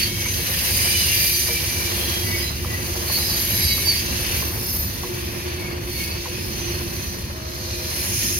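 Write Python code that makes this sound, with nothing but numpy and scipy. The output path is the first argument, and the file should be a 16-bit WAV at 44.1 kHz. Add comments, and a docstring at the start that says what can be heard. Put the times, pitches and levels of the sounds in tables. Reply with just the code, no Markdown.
"""Wheel squeals and flange grinding ride over the rumble of a long coal train on a curve, from a platform.
Squeals are narrow stick-slip tones that sink in pitch; grinding is hiss in three registers with broad modes.
Coloured noise gives the rumble, roar and hollow drone, and gear clatters on the nearest trucks.
Wheels knock over a rail joint, each blow ringing damped modes. Near the end a far horn, a chord of sines,
sounds faintly."""
import sys
import numpy as np
from scipy import signal
from scipy.fft import rfft, irfft, next_fast_len
from scipy.io import wavfile
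from scipy.ndimage import uniform_filter1d, map_coordinates

SR = 44100
rng = np.random.default_rng(int(sys.argv[2]) if len(sys.argv) > 2 else 0)


def transcribe(signal):
    """Save signal, clipped to [-1, 1], as a 16-bit WAV file at the path in sys.argv[1]."""
    frames = np.atleast_2d(signal).T
    limited = np.clip(frames, -1, 1)
    pcm = np.round(limited * 32767).astype(np.int16)
    wavfile.write(sys.argv[1], SR, pcm)


N = 369999
TIME = np.arange(N) / SR
SIZE = next_fast_len(N)
BINS = np.maximum(np.arange(SIZE // 2 + 1) * SR / SIZE, 1)   # frequency of every spectral bin (Hz)

# Partials of the far horn: pitch_hz, level_db (before wavering)
HORN_PARTIALS = [(508, -48.5), (635.2, -45), (952.8, -54), (1120, -61), (1276, -56)]
HORN_START_S, HORN_END_S, HORN_EDGE_S = 7.45, 7.9, .2   # the fades lie outside start and end

# Deep rumble, greater under the heavier cars: time_s, level_db (before RUMBLE_DB)
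RUMBLE_LEVEL = [(0, -30), (0.7, -28), (1.4, -32.5), (2.1, -28.5), (3.0, -29.5), (3.45, -28), (3.85, -29.5),
                (4.45, -26.5), (5.0, -30.5), (5.8, -29.5), (6.2, -33), (6.55, -28.5), (7.45, -31.5),
                (8.2, -29.5)]
# Hollow drone of the car bodies: time_s, level_db (before DRONE_DB)
DRONE_LEVEL = [(0, -39), (1.65, -39.5), (1.85, -35), (2.35, -33), (2.5, -39.5), (3.05, -34), (3.6, -41.5),
               (4.55, -35), (4.88, -42.5), (5.1, -33.5), (5.55, -34.5), (6.25, -36.5), (6.7, -32),
               (7.3, -42.5), (8.39, -35.5)]
# Colour of the rumble: frequency_hz, relative_density_db (per Hz)
RUMBLE_COLOUR = [(20, -37), (32, -16), (45, -10.5), (72, 1), (100, -1.5), (130, -8.5), (200, -10.5),
                 (300, -17), (420, -22.5)]
# Colour of the rolling roar: frequency_hz, relative_density_db (per Hz)
ROAR_COLOUR = [(420, 3.5), (520, 0.5), (800, -6.5), (1050, -3.5), (1300, -7.5), (1600, -4.2)]
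RUMBLE_DB, ROAR_DB, DRONE_DB, HUM_DB = 0, -42, -1, -46
RUMBLE_LOW_HZ = 30
# the two resonances of the car bodies
DRONE_HZ, DRONE_WIDTH_HZ, HUM_HZ, HUM_WIDTH_HZ = 352.4, 14.4, 74, 0.86

# Swell of the rolling noise at each pair of trucks, in passing order: swell_db
TRUCK_SWELLS = [5.2, 6.4, 6.2, 6.2, 3.8, 3.2, 2.5]
# paired trucks at the car ends: first passage, one car length, half-width of each swell
FIRST_TRUCKS_S, CAR_S, TRUCKS_PASS_S = 0.79, 1.192, 0.47
CLATTER_DB = -45   # loose gear, before the swell of the trucks

# Wheels over the rail joint: start_s, peak_db, rattle_decay_s (to 1/e), pitch_ratio
KNOCKS = [(0.258, -26.5, .006, 1), (1.481, -24, .016, .97), (2.646, -24.5, .007, 1),
          (2.956, -25.5, .007, .95), (3.098, -24.5, .009, .9), (3.78, -25.5, .022, 1.12),
          (3.869, -27, .009, .93), (4.423, -25.5, .006, 1.05), (5.034, -21.5, .012, 1),
          (6.256, -23.5, .012, 1.02)]
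# Rail and truck modes; low ones build up late and last longer:
# pitch_hz (before pitch_ratio), relative_level_db, t60_s, build_up_s
JOINT_MODES = [(367, -4, 0.33, 0.074), (489, -6, 0.186, 0.032), (642, -3.5, 0.052, 0.016),
               (778, -6.5, .04, 0.0099), (850, -5.5, 0.015, .001), (985, -4.5, 0.03, 0.00025),
               (1086, -6, 0.023, 0.00052), (1236, -10, 0.017, .0004), (1890, -3, 0.0089, 0.00026)]
JOINT_LAG_S = .00009   # the joint lies nearly straight ahead: its sound reaches the left only this much later

# Flanges bearing on the rail: time_s, scrape_db, grind_db, hiss_db (before the three levels below)
FLANGES = [(0, -23.5, -27, -24), (0.14, -28.5, -35, -29), (0.45, -26.5, -31, -24.5),
           (0.78, -21.5, -27.5, -21.5), (1.3, -23, -30, -19.5), (1.85, -25.5, -32.5, -26.5),
           (2.43, -29.5, -32.5, -27), (2.53, -33.5, -37.5, -33.5), (3.06, -29.5, -35.5, -30),
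           (3.12, -26.5, -32, -23.5), (3.55, -26, -31, -23), (4.05, -26, -32.5, -28),
           (4.35, -27, -31, -25.5), (4.56, -32, -37, -28.5), (4.76, -31.5, -39, -26),
           (4.87, -33, -39.5, -32), (5.55, -35.5, -35.5, -37), (5.8, -39.5, -41, -40),
           (6.02, -31, -35.5, -27.5), (6.17, -34, -37, -36), (6.7, -32.5, -36.5, -33.5),
           (7.05, -33, -39, -35), (7.4, -38, -43.5, -43.5), (7.7, -31.5, -40, -36.5), (8.0, -29, -34, -27),
           (8.39, -28, -34.5, -23)]
GRIND_DB, SCRAPE_DB, HISS_DB = 0, -2.54, -3   # low, middle and top register
# Colour of the flange friction: frequency_hz, relative_density_db (per Hz)
FRICTION_COLOUR = [(1600, 0.5), (2300, 0), (2800, 1), (3400, -0.5), (4600, 5.5), (5400, 3), (6200, 4.5),
                   (6700, 1.5), (7900, -2.5), (9200, 7), (9700, 7.5), (11500, 6.5), (14000, 5),
                   (15600, 5.5)]
# Broad wheel modes in the low register: middle_s, length_s, pitch_hz (at the middle), width_hz,
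# level_db (against the hiss, before MODES_DB)
LOW_MODES = [(1.3, 1.2, 2380, 110, -12), (1.9, 2.2, 2820, 110, -14), (6.2, 4.4, 2560, 80, -11.5),
             (5.65, 1, 2420, 230, -9), (6, 3.4, 3410, 90, -15)]
# The same in the middle register: middle_s, length_s, pitch_hz, width_hz, level_db
MIDDLE_MODES = [(0.8, 1.6, 3990, 45, -18), (1, 1, 4800, 190, -9), (1.3, 2.2, 6100, 130, -13),
                (4, 3.3, 6270, 110, -11), (4.45, 1.9, 5380, 75, -14), (3.7, 3, 4480, 170, -11),
                (7.1, 2.6, 5920, 110, -13), (7.1, 2.4, 5140, 90, -15), (6.75, 2.6, 4330, 140, -8)]
# The same in the top register: middle_s, length_s, pitch_hz, width_hz, level_db
TOP_MODES = [(0.8, 1.6, 11660, 90, -16), (3.6, 1.4, 9850, 120, -16), (3.5, 1.1, 11550, 220, -12),
             (3.2, 1.7, 14980, 250, -13), (5.05, 0.7, 15000, 110, -14), (6.9, 1.9, 14500, 220, -11),
             (7.1, 1.4, 15130, 130, -15), (7.3, 2, 9960, 100, -12), (7.85, 1.1, 12450, 140, -14)]
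MODES_DB = 1
MODE_FALL = .022   # share of its pitch that a broad mode loses per second
# countless weaker modes make the hiss patchy: depth, width and life of a patch
PATCH_DB, PATCH_HZ, PATCH_S = 3.2, 65, .08

# Loudest wheel squeals: loudest_s, length_s, pitch_hz (when loudest), width_hz, mean_level_db (before SQUEAL_DB)
WHEEL_SQUEALS = [(0.036, 0.068, 4490, 110, -29), (0.1, 0.34, 3190, 28, -42.5), (0.15, 0.36, 2215, 30, -44),
                 (0.255, 0.05, 2200, 130, -37), (0.301, 0.22, 6225, 70, -35.5), (0.8, 0.24, 4900, 170, -34),
                 (0.898, 0.8, 9680, 150, -37), (0.878, 0.5, 8750, 130, -35), (0.951, 0.34, 2970, 30, -35.5),
                 (1.019, 0.22, 4110, 45, -40), (1.026, 0.16, 4880, 110, -34.5), (1.11, 0.22, 2775, 35, -34),
                 (1.208, 0.14, 4760, 120, -34), (1.22, 0.2, 12345, 45, -37), (1.23, 0.24, 13380, 70, -36),
                 (1.3, 0.2, 12695, 45, -40), (1.351, 0.1, 4680, 55, -35.5), (0.91, 0.12, 2390, 45, -35.5),
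                 (1.22, 0.26, 2358, 35, -38.5), (1.546, 0.1, 2337, 29.5, -38), (1.8, 0.22, 2345, 40, -40.5),
                 (1.39, 0.18, 6070, 70, -36), (2.049, 0.35, 4110, 40, -42.5), (2.11, 0.26, 3275, 24, -37.5),
                 (2.41, 0.12, 3230, 30, -44), (2.35, 0.22, 1985, 40, -39), (2.353, 0.19, 2230, 30, -39),
                 (2.479, 0.1, 4024, 25, -40), (2.44, 0.18, 5020, 45, -38), (2.752, 0.12, 1963, 40, -39.5),
                 (3.135, 0.076, 4380, 45, -31), (3.19, 0.14, 4757, 50, -36), (3.218, 0.25, 4026, 30, -38),
                 (3.27, 0.2, 5030, 45, -36), (3.3, 0.3, 4481, 55, -39), (3.36, 0.18, 4700, 50, -38),
                 (3.529, 0.55, 11620, 95, -31.5), (3.639, 0.22, 4950, 45, -36), (3.66, 0.36, 3955, 20, -35),
                 (3.7, 0.18, 4655, 50, -32.5), (3.701, 0.18, 4425, 35, -38), (3.65, 0.12, 8950, 60, -38),
                 (3.72, 0.5, 2195, 28, -41), (3.95, 0.18, 4880, 40, -38.5), (3.915, 0.12, 4634, 20, -26),
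                 (3.911, 0.16, 4390, 28, -34), (4.7, 0.28, 5280, 70, -39.5), (4.452, 0.5, 13790, 64, -43),
                 (4.778, 0.3, 13641, 45, -35), (4.75, 0.2, 11080, 70, -41), (4.75, 0.2, 11400, 90, -42),
                 (4.72, 0.25, 12320, 60, -44), (5.66, 0.12, 2200, 40, -44), (6.03, 0.24, 2190, 30, -44),
                 (5.968, 0.18, 4361, 70, -44), (6.1, 0.2, 4540, 45, -41.5), (6.45, 0.22, 5170, 65, -44),
                 (6.62, 0.18, 6090, 85, -39.5), (6.7, 0.16, 5821, 40, -45), (7.06, 0.26, 6020, 55, -45),
                 (7.55, 0.45, 12600, 55, -52), (8.222, 0.58, 9780, 130, -35.5),
                 (8.283, 0.4, 5760, 130, -36), (8.219, 0.6, 5300, 330, -38), (8.269, 0.51, 6550, 300, -34)]
SQUEAL_DB = 2
SQUEAL_SWELL = .5   # share of its length in which a squeal builds up
DOPPLER_FALL = .03   # share of its pitch that a passing wheel loses per second

# Phase step between the microphones: frequency_hz, left_lead_rad
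LEFT_LEAD = [(20, 0.6), (250, -.4), (700, -1.5), (1100, -1.8), (1450, -3.1), (2000, -4.6), (2350, -6.4),
             (3000, -7.3), (3700, -9.4), (4100, -12.6), (5000, -14), (5450, -16.2), (6100, -16.5),
             (7400, -15.7), (8400, -15.4), (10800, -12.7), (14100, -12.4), (15700, -10.4)]
# Likeness of the two sides: frequency_hz, likeness (0-1)
LIKENESS = [(60, 1), (150, .93), (360, 0.76), (520, 0.54), (950, 0.38), (1550, 0.61), (2000, 0.36),
            (2300, 0.74), (2950, 0.47), (3700, .2), (4200, 0.21), (4600, 0.48), (5200, 0.23), (5600, 0.64),
            (6100, 0.35), (6700, 0.25), (7000, 1), (8100, 1), (9300, 0.21), (10200, 0.71), (11200, 1),
            (15600, 0.98)]
# Level of the left over the right: frequency_hz, balance_db
BALANCE = [(60, -1), (83, 0), (110, -2), (160, 0), (220, -1.5), (300, -0.5), (420, -1), (580, -3),
           (810, -2.5), (1120, -0.5), (1540, 2.5), (2140, 3), (2960, 0), (4090, -3), (5660, -3),
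           (7830, 0.0), (10800, 0.0), (15000, 0.0)]
CUTOFF_HZ = 15900


def from_db(db):
    """Decibels to gain."""
    return 10 ** (np.asarray(db) / 20)


def rms_one(x):
    """Scale to unit power."""
    return x / np.sqrt(np.mean(np.abs(x) ** 2) + 1e-20)


def in_time(rows):
    """One control signal for each column of a curve table."""
    s, *columns = np.transpose(rows)
    return [np.interp(TIME, s, c) for c in columns]


def at_hz(points, hz):
    """Read a table on a log-frequency axis."""
    f, value = np.transpose(points)
    return np.interp(np.log(hz), np.log(f), value)


def drift(rate, size=N):
    """Random wander of spread about 1 that takes a new course `rate` times a second."""
    steps = np.arange(size) * rate / SR
    knots = rng.standard_normal(int(steps[-1]) + 2)
    # straight lines between the knots lose power; the factor restores it
    return np.sqrt(3 / 2) * np.interp(steps, np.arange(len(knots)), knots)


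def band(low_hz, high_hz, order=8):
    """Gain of a band-pass at every bin, steeper with a higher order."""
    return 1 / np.sqrt((1 + (low_hz / BINS) ** (2 * order)) * (1 + (BINS / high_hz) ** (2 * order)))


def resonance(hz, width_hz):
    """Gain of a steep-sided resonance at every bin."""
    return 1 / (1 + ((BINS - hz) / width_hz) ** 2)


def noise(gain):
    """Two unrelated noises of one colour: the direct and the scattered sound."""
    spectrum = rfft(rng.standard_normal((2, SIZE))) * gain
    return rms_one(irfft(spectrum, SIZE)[:, :N])


def add(out, start, sound):
    """Mix a sound in from a given sample on."""
    sound = sound[:, :max(N - start, 0)]
    out[:, start:start + sound.shape[1]] += sound


def horn():
    """A far chord of sines, wavering in level and phase on its way through the air."""
    waver_db, waver_per_s, smear_per_s = 2.5, 11, 22
    corners_s = [HORN_START_S - HORN_EDGE_S, HORN_START_S, HORN_END_S, HORN_END_S + HORN_EDGE_S]
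    gate = np.interp(TIME, corners_s, [0, 1, 1, 0])
    chord = np.zeros(N)
    for hz, db in HORN_PARTIALS:
        level = from_db(db + waver_db * drift(waver_per_s))
        chord += level * np.sin(2 * np.pi * hz * TIME + drift(smear_per_s) / 2)
    return np.sqrt(2) * gate * chord


def truck_swell():
    """Decibels by which the rolling noise rises as each pair of trucks goes by."""
    swell_db = np.zeros(N)
    for k, db in enumerate(TRUCK_SWELLS):
        passing_s = FIRST_TRUCKS_S + k * CAR_S
        swell_db += db * np.exp(-((TIME - passing_s) / TRUCKS_PASS_S) ** 2)
    return swell_db


def sustained(x, hold_s=0.085, evenness=0.36):
    """A resonance that is fed all the time rings on without deep gaps."""
    power = uniform_filter1d(x ** 2, size=int(hold_s * SR) + 1, axis=1)
    return rms_one(x / (np.abs(power) + 1e-6) ** (evenness / 2))


def rolling(rattle_db=1.82, surge_db=0.88):
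    """Rough treads shake track and cars: deep rumble, a rattling roar and two body resonances."""
    rumble_db, = in_time(RUMBLE_LEVEL)
    drone_db, = in_time(DRONE_LEVEL)
    rumble = noise(from_db(at_hz(RUMBLE_COLOUR, BINS)) * band(RUMBLE_LOW_HZ, 437))
    rumble *= from_db(rumble_db + RUMBLE_DB + surge_db * drift(8))
    roar = noise(from_db(at_hz(ROAR_COLOUR, BINS)) * band(449, 1970))
    roar *= from_db(ROAR_DB + truck_swell() + rattle_db * drift(55))
    drone = from_db(drone_db + DRONE_DB) * sustained(noise(resonance(DRONE_HZ, DRONE_WIDTH_HZ)))
    hum = from_db(HUM_DB) * noise(resonance(HUM_HZ, HUM_WIDTH_HZ))
    return rumble + roar + drone + hum


def clatter(rattle_db=2.5, low_hz=620, high_hz=1120):
    """Springs and brake gear rattle as banded noise that rises while a pair of trucks is close."""
    closeness = from_db(truck_swell()) - 1
    level = from_db(CLATTER_DB + rattle_db * drift(70))
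    return level * closeness * noise(band(low_hz, high_hz, order=4))


def knocks(rattle=0.18):
    """A wheel drops into the joint: one sharp blow and a short rattle set off the damped rail and truck."""
    t, out = TIME[:SR // 3], np.zeros((2, N))
    for start_s, peak_db, rattle_s, pitch in KNOCKS:
        body = np.zeros(len(t))
        for hz, level_db, t60_s, rise_s in JOINT_MODES:
            envelope = from_db(level_db - 60 * t / t60_s) * (1 - np.exp(-t / rise_s))
            body += envelope * np.sin(2 * np.pi * (hz * pitch * t + rng.random()))
        shared, separate = rng.standard_normal(len(t)), rng.standard_normal((2, len(t)))
        contact = rattle * (shared + separate / 2) * np.exp(-t / rattle_s)
        contact[:, 0] += 2   # the sharp blow
        knock = signal.fftconvolve(contact, body[None], axes=1)
        add(out, int(start_s * SR), from_db(peak_db) * knock / np.abs(knock).max())
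    left = np.interp(TIME - JOINT_LAG_S, TIME, out[0])
    return np.array([left, out[1]])


def wheel_tone(top, swell_s, fade_s, hz, width_hz, fall, locked_hz=20, skirt=0.12, skirt_width=4, edge_db=-10):
    """One wheel mode driven by stick and slip: it swells, flutters and sinks with the Doppler shift."""
    edge_s = .04
    start, end = top - swell_s, top + fade_s
    first = int(np.clip(start - edge_s, 0, TIME[-1] - edge_s) * SR)
    t = TIME[first:max(int((end + edge_s) * SR), first + 2)]
    edge = from_db(edge_db)
    swell = np.interp(t, [start - edge_s, start, top, end, end + edge_s], [0, edge, 1, edge, 0])
    phase = 2 * np.pi * (np.cumsum(hz * (1 - fall * (t - top))) / SR % 1)
    sine, cosine = np.sin(phase), np.cos(phase)
    # uneven slipping jostles the tone in strength and phase, which widens it
    rate = 2 * width_hz
    paths = np.zeros((2, len(t)))   # direct and scattered
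    for path in paths:
        for wave in (sine, cosine):
            jostle = drift(rate, size=len(t)) + skirt * drift(skirt_width * rate, size=len(t))
            path += wave * jostle / 2
    # the narrower the squeal, the more of it locks into a pure tone
    paths[0] += locked_hz / width_hz * sine
    return first, rms_one(swell * paths)


def long_modes(rows):
    """Broad, rough modes that never lock into a tone."""
    out = np.zeros((2, N))
    for middle_s, length_s, hz, width_hz, db in rows:
        half_s = length_s / 2
        first, tone = wheel_tone(middle_s, half_s, half_s, hz, width_hz, MODE_FALL, locked_hz=0, edge_db=-0.5)
        add(out, first, from_db(db + MODES_DB) * tone)
    return out


def patchy(sound):
    """Many wheels ring briefly at once: narrow parts of the hiss come and go, sinking in pitch."""
    hz, t, frames = signal.stft(sound, SR, nperseg=1024)
    # a random map read along falling lines of pitch
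    pitch_place = np.outer(hz, np.exp(MODE_FALL * t)) / PATCH_HZ
    time_place = 0 * pitch_place + t / PATCH_S
    random_map = rng.standard_normal((512, 256))
    chance = map_coordinates(random_map, [pitch_place, time_place], order=3, mode="mirror")
    gain = rms_one(from_db(PATCH_DB * np.tanh(chance)))
    return signal.istft(frames * gain, SR, nperseg=1024)[1][:, :N]


def grinding(chatter_db=0.56, flicker_db=0.74, grab_db=0.6):
    """Flange friction: a rough hiss in three registers that grabs and eases, with wheel modes ringing in it."""
    scrape_db, grind_db, hiss_db = in_time(FLANGES)
    colour = from_db(at_hz(FRICTION_COLOUR, BINS))
    chatter = chatter_db * drift(90)   # shared by all registers
    registers = [(1650, 3450, grind_db + GRIND_DB, LOW_MODES),
                 (3450, 7400, scrape_db + SCRAPE_DB, MIDDLE_MODES),
                 (7400, 16500, hiss_db + HISS_DB, TOP_MODES)]
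    out = np.zeros((2, N))
    for low_hz, high_hz, level_db, modes in registers:
        friction = noise(colour * band(low_hz, high_hz)) + long_modes(modes)
        roughness_db = grab_db * drift(8) + chatter + flicker_db * drift(140)
        out += from_db(level_db + roughness_db) * friction
    return patchy(out)


def squeals():
    """The loud wheels, each singing for as long as its flange bears on the rail."""
    out = np.zeros((2, N))
    for top_s, length_s, hz, width_hz, db in WHEEL_SQUEALS:
        swell_s = SQUEAL_SWELL * length_s
        first, tone = wheel_tone(top_s, swell_s, length_s - swell_s, hz, width_hz, DOPPLER_FALL)
        add(out, first, from_db(db + SQUEAL_DB) * tone)
    return out


def microphones(sound):
    """Direct sound reaches both microphones with a phase step; scattered sound sets them apart."""
    direct, scattered = rfft(sound, SIZE)
    alike = at_hz(LIKENESS, BINS)
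    sides = np.array([[1], [-1]])   # left, right
    pair = np.sqrt((1 + alike) / 2) * direct + sides * np.sqrt((1 - alike) / 2) * scattered
    phase_step = np.exp(.5j * sides * at_hz(LEFT_LEAD, BINS))
    balance = from_db(sides * at_hz(BALANCE, BINS) / 2)
    return irfft(pair * phase_step * balance, SIZE)[:, :N]


def scene():
    """The cars pass to the right of the microphones; the rail joint lies further ahead."""
    return microphones(horn() + rolling() + clatter() + grinding() + squeals()) + knocks()


def record(dry):
    """The top is cut steeply."""
    return irfft(rfft(dry, SIZE) * band(1, CUTOFF_HZ, order=100), SIZE)[:, :N]


dry = scene()
out = record(dry)
transcribe(out)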